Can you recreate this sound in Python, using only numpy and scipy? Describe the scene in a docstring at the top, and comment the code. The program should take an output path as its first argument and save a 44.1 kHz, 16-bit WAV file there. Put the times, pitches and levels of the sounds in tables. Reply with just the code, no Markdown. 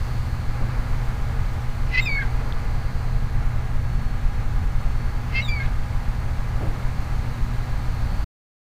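"""A hawk-like bird calls twice overhead: a rasp, a thin high note, then a falling whistle.
A fast flutter in its throat makes the rasp, and a lower second voice joins as each call ends.
Behind it the distance hisses, wind rumbles on the microphone, a motor hums and two far thuds land.
The small recorder whines faintly, throbs, ticks once and is switched off."""
import sys
import numpy as np
from scipy import signal
from scipy.fft import rfft, irfft, next_fast_len
from scipy.io import wavfile

SR = 44100
rng = np.random.default_rng(int(sys.argv[2]) if len(sys.argv) > 2 else 0)


def wav_record(signal):
    """Record a signal, one row per channel, as 16-bit PCM in the file named by sys.argv[1]."""
    frames = np.transpose(np.atleast_2d(signal))
    bounded = np.clip(frames, -1, 1)
    # unit amplitude maps onto the largest positive 16-bit level
    quanta = np.round(bounded * 32767).astype(np.int16)
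    wavfile.write(sys.argv[1], SR, quanta)


N = 387638
T = np.arange(N) / SR
NOTE_N = int(.35 * SR)
NOTE_AGE_S = np.arange(NOTE_N) / SR - .08   # negative while a note fades in


def from_db(db):
    """Turn decibels into a gain."""
    return 10 ** (np.asarray(db) / 20)


def unit_level(x):
    """Scale a signal to an average power of 1."""
    return x / np.sqrt(np.mean(x ** 2) + 1e-20)


def curves(rows):
    """Join a table's timed points with straight lines, one curve per column."""
    times, *columns = np.transpose(rows)
    return [np.interp(T, times, column) for column in columns]


def phase_of(hz):
    """Add up a changing pitch into a wave's angle."""
    return 2 * np.pi * np.cumsum(hz) / SR


def drift(rate_hz, size=N):
    """A smooth random wobble of about 1 either way; a higher rate wobbles faster."""
    pole = np.exp(-40 * np.pi * rate_hz / SR)
    steps = rng.standard_normal(size // 20 + 2002)
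    slow = signal.lfilter([1], [1, -2 * pole, pole * pole], steps)[2000:]
    return np.interp(np.arange(size) / 20, np.arange(len(slow)), unit_level(slow))


def noise(colour, size=N):
    """Noise shaped by a colour: a table of how strong each frequency is."""
    padded = next_fast_len(size)
    hz, db = np.transpose(colour)
    bins = np.maximum(np.fft.rfftfreq(padded, 1 / SR), 1)
    edge_fade = np.minimum(bins / hz[0], 1) * np.minimum(hz[-1] / bins, 1) ** 2
    gain = from_db(np.interp(np.log(bins), np.log(hz), db)) * edge_fade
    spectrum = rfft(rng.standard_normal(padded)) * gain
    return unit_level(irfft(spectrum, padded)[:size])


# Loudness of the far wash and the hiss, before their boosts: time_s, level_db
WASH_LEVELS = [(0.0, -42), (0.4, -42.5), (0.69, -39.5), (1.77, -42), (2.47, -39.5), (3.18, -42.5),
               (3.54, -41.5), (3.88, -43), (5.11, -41.5), (6.52, -41.5), (6.73, -40.5), (8.05, -41.5)]
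HISS_LEVELS = [(0.0, -56), (0.67, -58.5), (1.03, -57), (3.43, -59.5), (8.05, -57)]
# Their colours: frequency_hz, strength_db
WASH_SPECTRUM = [(150, -1), (300, 0), (380, -1.5), (460, 0.5), (550, 0.5), (850, 1), (1350, 0), (1550, -3),
                 (2150, -5), (2600, -11), (3300, -23.5), (5000, -23)]
HISS_SPECTRUM = [(1500, -7.5), (2800, 3), (3800, 1.5), (4400, 0), (5300, -4.5), (6300, -2.5), (7500, -6.5),
                 (9500, -8), (10500, -13), (12500, -11.5), (15500, -15.5)]
def distance(wash_boost_db=1.24, hiss_boost_db=6.0):
    """A broad, faraway wash of noise under a fine, steady hiss."""
    wash = from_db(curves(WASH_LEVELS)[0] + wash_boost_db + .53 * drift(17)) * noise(WASH_SPECTRUM)
    hiss = from_db(curves(HISS_LEVELS)[0] + hiss_boost_db) * noise(HISS_SPECTRUM)
    return wash + hiss


# Colour of the wind's rumble: frequency_hz, strength_db
WIND_SPECTRUM = [(12, -11.5), (33, 2), (48, -5.5), (80, -4), (105, -10), (145, -14), (200, -22.5),
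                 (280, -30), (500, -44.5)]
def wind(level_db=-25):
    """Small swirls of air rumble on the microphone."""
    return from_db(level_db + .79 * drift(5.3)) * noise(WIND_SPECTRUM)


# Hum of the mains power: pitch_hz, level_db
HUM_TONES = [(120, -32.5), (240, -47)]
# Tones of the spinning shaft: multiple_of_shaft_speed, level_db
SHAFT_TONES = [(13, -56.5), (14, -52), (17, -59.5), (20, -61.5), (21, -57), (25, -62), (28, -55), (29, -62),
               (35, -61), (36, -78.5), (37, -63.5)]
def motor(shaft_hz=58.7):
    """An outdoor motor hums; its shaft's tones swell and fade on the moving air."""
    hum = sum(from_db(db + .62 * drift(2)) * np.sin(phase_of(hz + .15 * drift(1.67)))
              for hz, db in HUM_TONES)
    shaft_angle = phase_of(shaft_hz * (1 + .000805 * drift(1.04)))
    whirr = sum(from_db(db + .84 * drift(4.9)) * np.sin(multiple * shaft_angle + .4 * drift(4))
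                for multiple, db in SHAFT_TONES)
    return np.sqrt(2) * (hum + whirr)


# Far thuds: start_s, level_db, fade_s (time to drop 60 dB)
FAR_THUDS = [(.6, -35.5, 0.83), (6.607, -28, 0.61)]
# Their dull colour: frequency_hz, strength_db
THUD_SPECTRUM = [(60, 6), (130, 1), (280, 2), (420, -3.5), (700, -5), (1000, -15), (2500, -27)]
def thuds(rise_s=.0062):
    """Dull bumps, smeared by the distance."""
    loudness = np.zeros(N)
    for start_s, level_db, fade_s in FAR_THUDS:
        age = np.maximum(T - start_s, 0)
        loudness += np.minimum(age / rise_s, 1) * from_db(level_db - 60 * age / fade_s)
    return loudness * noise(THUD_SPECTRUM)


# Path of the whine: time_s, pitch_hz, level_db, side_boost_db
WHINE_PATH = [(0, 4710, -59, 2), (.7, 4594, -61, 3), (1.5, 4540, -67, 1.5), (2.2, 4560, -63.5, 1),
              (2.8, 4636, -59, 0.5), (3.2, 4587, -61, 0.5), (3.6, 4440, -69, 2), (4.05, 4380, -58.5, -10),
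              (4.45, 4320, -61, -6), (4.75, 4335, -63, -7), (5, 4415, -58.5, -7), (5.5, 4660, -65, 0),
              (6.5, 4530, -63, 1), (7.5, 4455, -62, 2.5), (8.25, 4700, -59.5, 2)]
# Its centre tone and the side tones around it: offset_hz, relative_db
WHINE_CLUSTER = [(-590, -7.5), (-472, -7.5), (-354, -3), (-236, -7.5), (-118, -6.5), (0, -1.5),
                 (118, -11.5), (237, -10)]
# The drone below it: time_s, level_db
DRONE_LEVELS = [(0, -58.5), (2, -55.5), (3.3, -55), (4.2, -55), (5.5, -71)]
def whine(wander_hz=1.55):
    """A thin, wandering electrical whine, with a drone at a tenth of its pitch."""
    pitch_hz, level_db, side_boost_db = curves(WHINE_PATH)
    centre_hz = pitch_hz + 4 * drift(5.7)
    tones = np.zeros(N)
    for offset_hz, relative_db in WHINE_CLUSTER:
        tone_db = level_db + relative_db + (side_boost_db if offset_hz else 0) + 2 * drift(.81)
        tones += from_db(tone_db) * np.sin(phase_of(centre_hz + offset_hz + wander_hz * drift(10)))
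    drone = from_db(curves(DRONE_LEVELS)[0] + 2 * drift(2.1)) * np.sin(phase_of(centre_hz / 10))
    return np.sqrt(2) * (tones + drone)


# Runs of low throbs: start_s, end_s, gap_s
THROB_TIMES = [(.03, 2.2, .15), (2.26, 5.2, .1), (5.361, 8.24, .1485)]
def throbs(level_db=-13, spread_db=2, width_s=.0064, clock_hz=30, first_beat_s=.027):
    """The recorder's power sags every few beats of its clock; each sag leaks in as a soft bump."""
    due_s = np.concatenate([np.arange(*run) for run in THROB_TIMES])
    beats = np.round((due_s - first_beat_s) * clock_hz)
    sags = np.zeros(N)
    for time_s in first_beat_s + beats / clock_hz:
        near = slice(max(int((time_s - .06) * SR), 0), int((time_s + .06) * SR))
        bump = np.exp(-.5 * ((T[near] - time_s) / width_s) ** 2)
        sags[near] -= from_db(level_db + spread_db * rng.standard_normal()) * bump
    # The input blocks the slowest changes, so each bump rebounds.
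    return signal.sosfilt(signal.butter(1, 4.8, "high", fs=SR, output="sos"), sags)


def tick(start_s=2.5241, pitch_hz=3450, rise_s=.00032, fade_s=.0034):
    """The recorder's case gives one tiny click that dies at once."""
    age = np.maximum(T - start_s, 0)
    rise = 1 - np.exp(-age / rise_s)
    fade = from_db(-15 - 60 * np.minimum(age / fade_s, 10))
    return rise * fade * np.sin(2 * np.pi * pitch_hz * age)


def tremble(rate_hz):
    """A random wobble one note long."""
    return drift(rate_hz, NOTE_N)


def envelope_db(length_s, rise_s, fade_s):
    """A note rises, holds and fades; rise_s and fade_s each cover 20 dB."""
    return -20 * (np.maximum(-NOTE_AGE_S, 0) / rise_s + np.maximum(NOTE_AGE_S - length_s, 0) / fade_s)


def play(rows, make_sound, **settings):
    """Make one sound per table row and place it at the row's start time."""
    track = np.zeros(N)
    for start_s, *shape in rows:
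        first = int((start_s + NOTE_AGE_S[0]) * SR)
        track[first:first + NOTE_N] += make_sound(shape, **settings)
    return track


# Colour of the fraying voice: frequency_hz, strength_db
FRAY_SPECTRUM = [(1300, -15), (1700, 0), (2300, 4), (2800, -9), (3800, -6.5), (5000, -19), (7000, -29)]
def scratch(shape):
    """The bird's voice frays into rough noise as a call ends."""
    length_s, level_db = shape
    fray = noise(FRAY_SPECTRUM, NOTE_N)
    return from_db(level_db + envelope_db(length_s, rise_s=.07, fade_s=.04) + 1.6 * tremble(200)) * fray


# Tones in a rasp: multiple_of_pitch, flutter_steps (away from that multiple), relative_db
RASP_TONES = [(1, 0, -3), (1, 1, -4.5), (1, 2, -18.5), (1, -1, -24), (2, 0, -21.5), (2, 1, -19),
              (2, 2, -35), (2, -1, -26.5), (3, 0, -43)]
# Colour of air rushing through the throat: frequency_hz, strength_db
BREATH_SPECTRUM = [(1300, -15.5), (1800, -1), (2700, 4), (3100, -5), (3500, -15), (5000, -8), (5600, -17.5),
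                   (8000, -34)]
def rasp(shape, flutter_hz=530, swell_db=2.5, end_share=.296):
    """A fast flutter chops a swelling whistle and its breath into pulses, adding side tones."""
    length_s, rise_s, start_hz, end_hz, level_db, flutter_depth = shape
    progress = np.clip(NOTE_AGE_S / length_s, 0, 1)
    push_db = envelope_db(length_s, rise_s, fade_s=.0054) - swell_db * (1 - progress)
    # The flutter is deepest early in the burst.
    depth = flutter_depth * (end_share + (1 - end_share) * np.sin(np.pi * progress ** .7))
    flutter = phase_of(flutter_hz * (1 + .02 * tremble(120)))
    pitch_hz = start_hz + (end_hz - start_hz) * progress
    phase = phase_of(pitch_hz * (1 + .005 * tremble(200)))
    tone = sum(from_db(db) * (depth if steps else 1) * np.sin(multiple * phase + steps * flutter)
               for multiple, steps, db in RASP_TONES)
    # Breath grows more slowly than the tone, so soft starts are the hoarsest.
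    breath = from_db(-16 + .33 * push_db) * noise(BREATH_SPECTRUM, NOTE_N)
    pulses = 1 + .814 * depth * np.cos(flutter)
    return from_db(level_db) * (np.sqrt(2) * from_db(push_db) * tone + breath * pulses)


def whistle(shape, overtones_db, rise_s, fade_s, pitch_wobble, shimmer_db, dulling_db=0):
    """A note starts strong, glides and trembles, growing purer as the push of air runs out."""
    length_s, start_hz, end_hz, overshoot_hz, level_db, bright_db = shape
    progress = np.clip(NOTE_AGE_S / length_s, 0, 1)
    settling = np.exp(-np.maximum(NOTE_AGE_S, -rise_s / 2) / .019)
    pitch_hz = start_hz + (end_hz - start_hz) * progress + overshoot_hz * settling
    accent_db = 4 * np.exp(-np.maximum(NOTE_AGE_S, 0) / .013)
    push_db = envelope_db(length_s, rise_s, fade_s) + accent_db
    phase = phase_of(pitch_hz * (1 + pitch_wobble * tremble(300)))
    lift_db = bright_db + .12 * push_db + shimmer_db * tremble(20) - dulling_db * progress ** 2
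    overtones = sum(from_db(db + lift_db) * np.sin(multiple * phase)
                    for multiple, db in enumerate(overtones_db, start=2))
    loudness = from_db(level_db + push_db + shimmer_db * tremble(70))
    return loudness * np.sqrt(2) * (np.sin(phase) + overtones)


def echoes(voice, fade_s=.35, cutoff_hz=4000):
    """Ground and trees scatter back a faint, dull copy of the voice."""
    delay_s = T[:SR // 2]
    scatter = rng.standard_normal(len(delay_s)) * from_db(-60 * delay_s / fade_s)
    echo = signal.fftconvolve(voice, scatter / np.linalg.norm(scatter))[:N]
    return from_db(-16.5) * signal.sosfilt(signal.butter(1, cutoff_hz, fs=SR, output="sos"), echo)


# Rasps that open each call: start_s, length_s, rise_s, start_hz, end_hz, level_db, flutter_depth
OPENING_RASPS = [(1.944, 0.018, 0.025, 2025, 1975, -18.5, .75), (1.974, .028, 0.012, 2007, 2100, -15, 0.71),
                 (5.351, 0.054, 0.0237, 2090, 2156, -21.5, 1.1), (5.416, .008, .012, 2220, 2230, -34, .6)]
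# Whistled notes: start_s, length_s, start_hz, end_hz, overshoot_hz, level_db, bright_db
THIN_NOTES = [(2.011, .008, 3700, 3700, 4.5, -43, 4.5), (2.024, 0.033, 3720, 3700, 0.5, -38.5, 0),
              (2.065, .012, 3660, 3600, 2.5, -41, -9.5), (2.09, .07, 3700, 3700, -1.5, -54, -19),
              (5.411, 0.011, 2900, 2910, -3, -45, 1.5), (5.427, .016, 3860, 3820, 26, -38.5, -17),
              (5.451, 0.022, 3760, 3630, 1, -39, -8), (5.478, 0.015, 3480, 3460, 0, -42, 1.5)]   # the voice breaks upwards
FALLING_NOTES = [(2.018, 0.044, 2740, 2600, 2, -59, -8), (2.06, .008, 2590, 2510, 1, -35.5, 4.5),
                 (2.074, .112, 2290, 2185, 150.5, -26.5, -1), (2.201, .016, 2190, 2110, 0.5, -32.5, -14),
                 (5.49, 0.04, 2350, 2330, 14, -33.5, 6), (5.54, .047, 2320, 2216, -2, -34, 2.5),
                 (5.604, .02, 2170, 2136, -2, -34, -4)]   # the falling whistle
SECOND_VOICE = [(2.167, .005, 1650, 1630, 0.0018, -40, -6), (2.188, 0.012, 1670, 1690, 0.0021, -32.5, -18),
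                (2.217, 0.014, 1640, 1565, 0, -33.5, -1), (2.237, 0.0096, 1620, 1540, 0.0011, -40.5, 0),
                (5.601, .031, 1613, 1595, 0, -39.5, -2)]   # lower notes under each ending
# Scratchy ends of the calls: start_s, length_s, level_db
END_SCRATCHES = [(2.218, .02, -42.5), (5.619, .045, -42)]
def bird():
    """Two calls overhead, each going from rasp to whistle to scratch, with their echoes."""
    voice = play(OPENING_RASPS, rasp)
    voice += play(THIN_NOTES, whistle, overtones_db=[-12], rise_s=.009, fade_s=.012,
                  pitch_wobble=.0085, shimmer_db=2)
    voice += play(FALLING_NOTES, whistle, overtones_db=[-14, -36], rise_s=.013, fade_s=.016,
                  pitch_wobble=.0079, shimmer_db=1.2, dulling_db=4)
    voice += play(SECOND_VOICE, whistle, overtones_db=[-20, -31], rise_s=.011, fade_s=.014,
                  pitch_wobble=.025, shimmer_db=2.5)
    voice += play(END_SCRATCHES, scratch)
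    return voice + echoes(voice)


def scene():
    """All the sounds meet at one microphone."""
    return (bird() + wind() + throbs() + distance() + motor() + whine() + thuds() + tick())[None]


def record(dry, mirror_db=-7, cutoff_hz=15500, off_s=8.245):
    """A half-rate converter mirrors the treble upwards; the top is cut and the sound switches off."""
    mirror = from_db(mirror_db) * dry * (-1) ** np.arange(N)
    switched_on = np.clip((off_s - T) / .0051, 0, 1)
    top_cut = signal.ellip(12, .1, 90, cutoff_hz, fs=SR, output="sos")
    return signal.sosfilt(top_cut, (dry + mirror) * switched_on)


dry = scene()
out = record(dry)
wav_record(out)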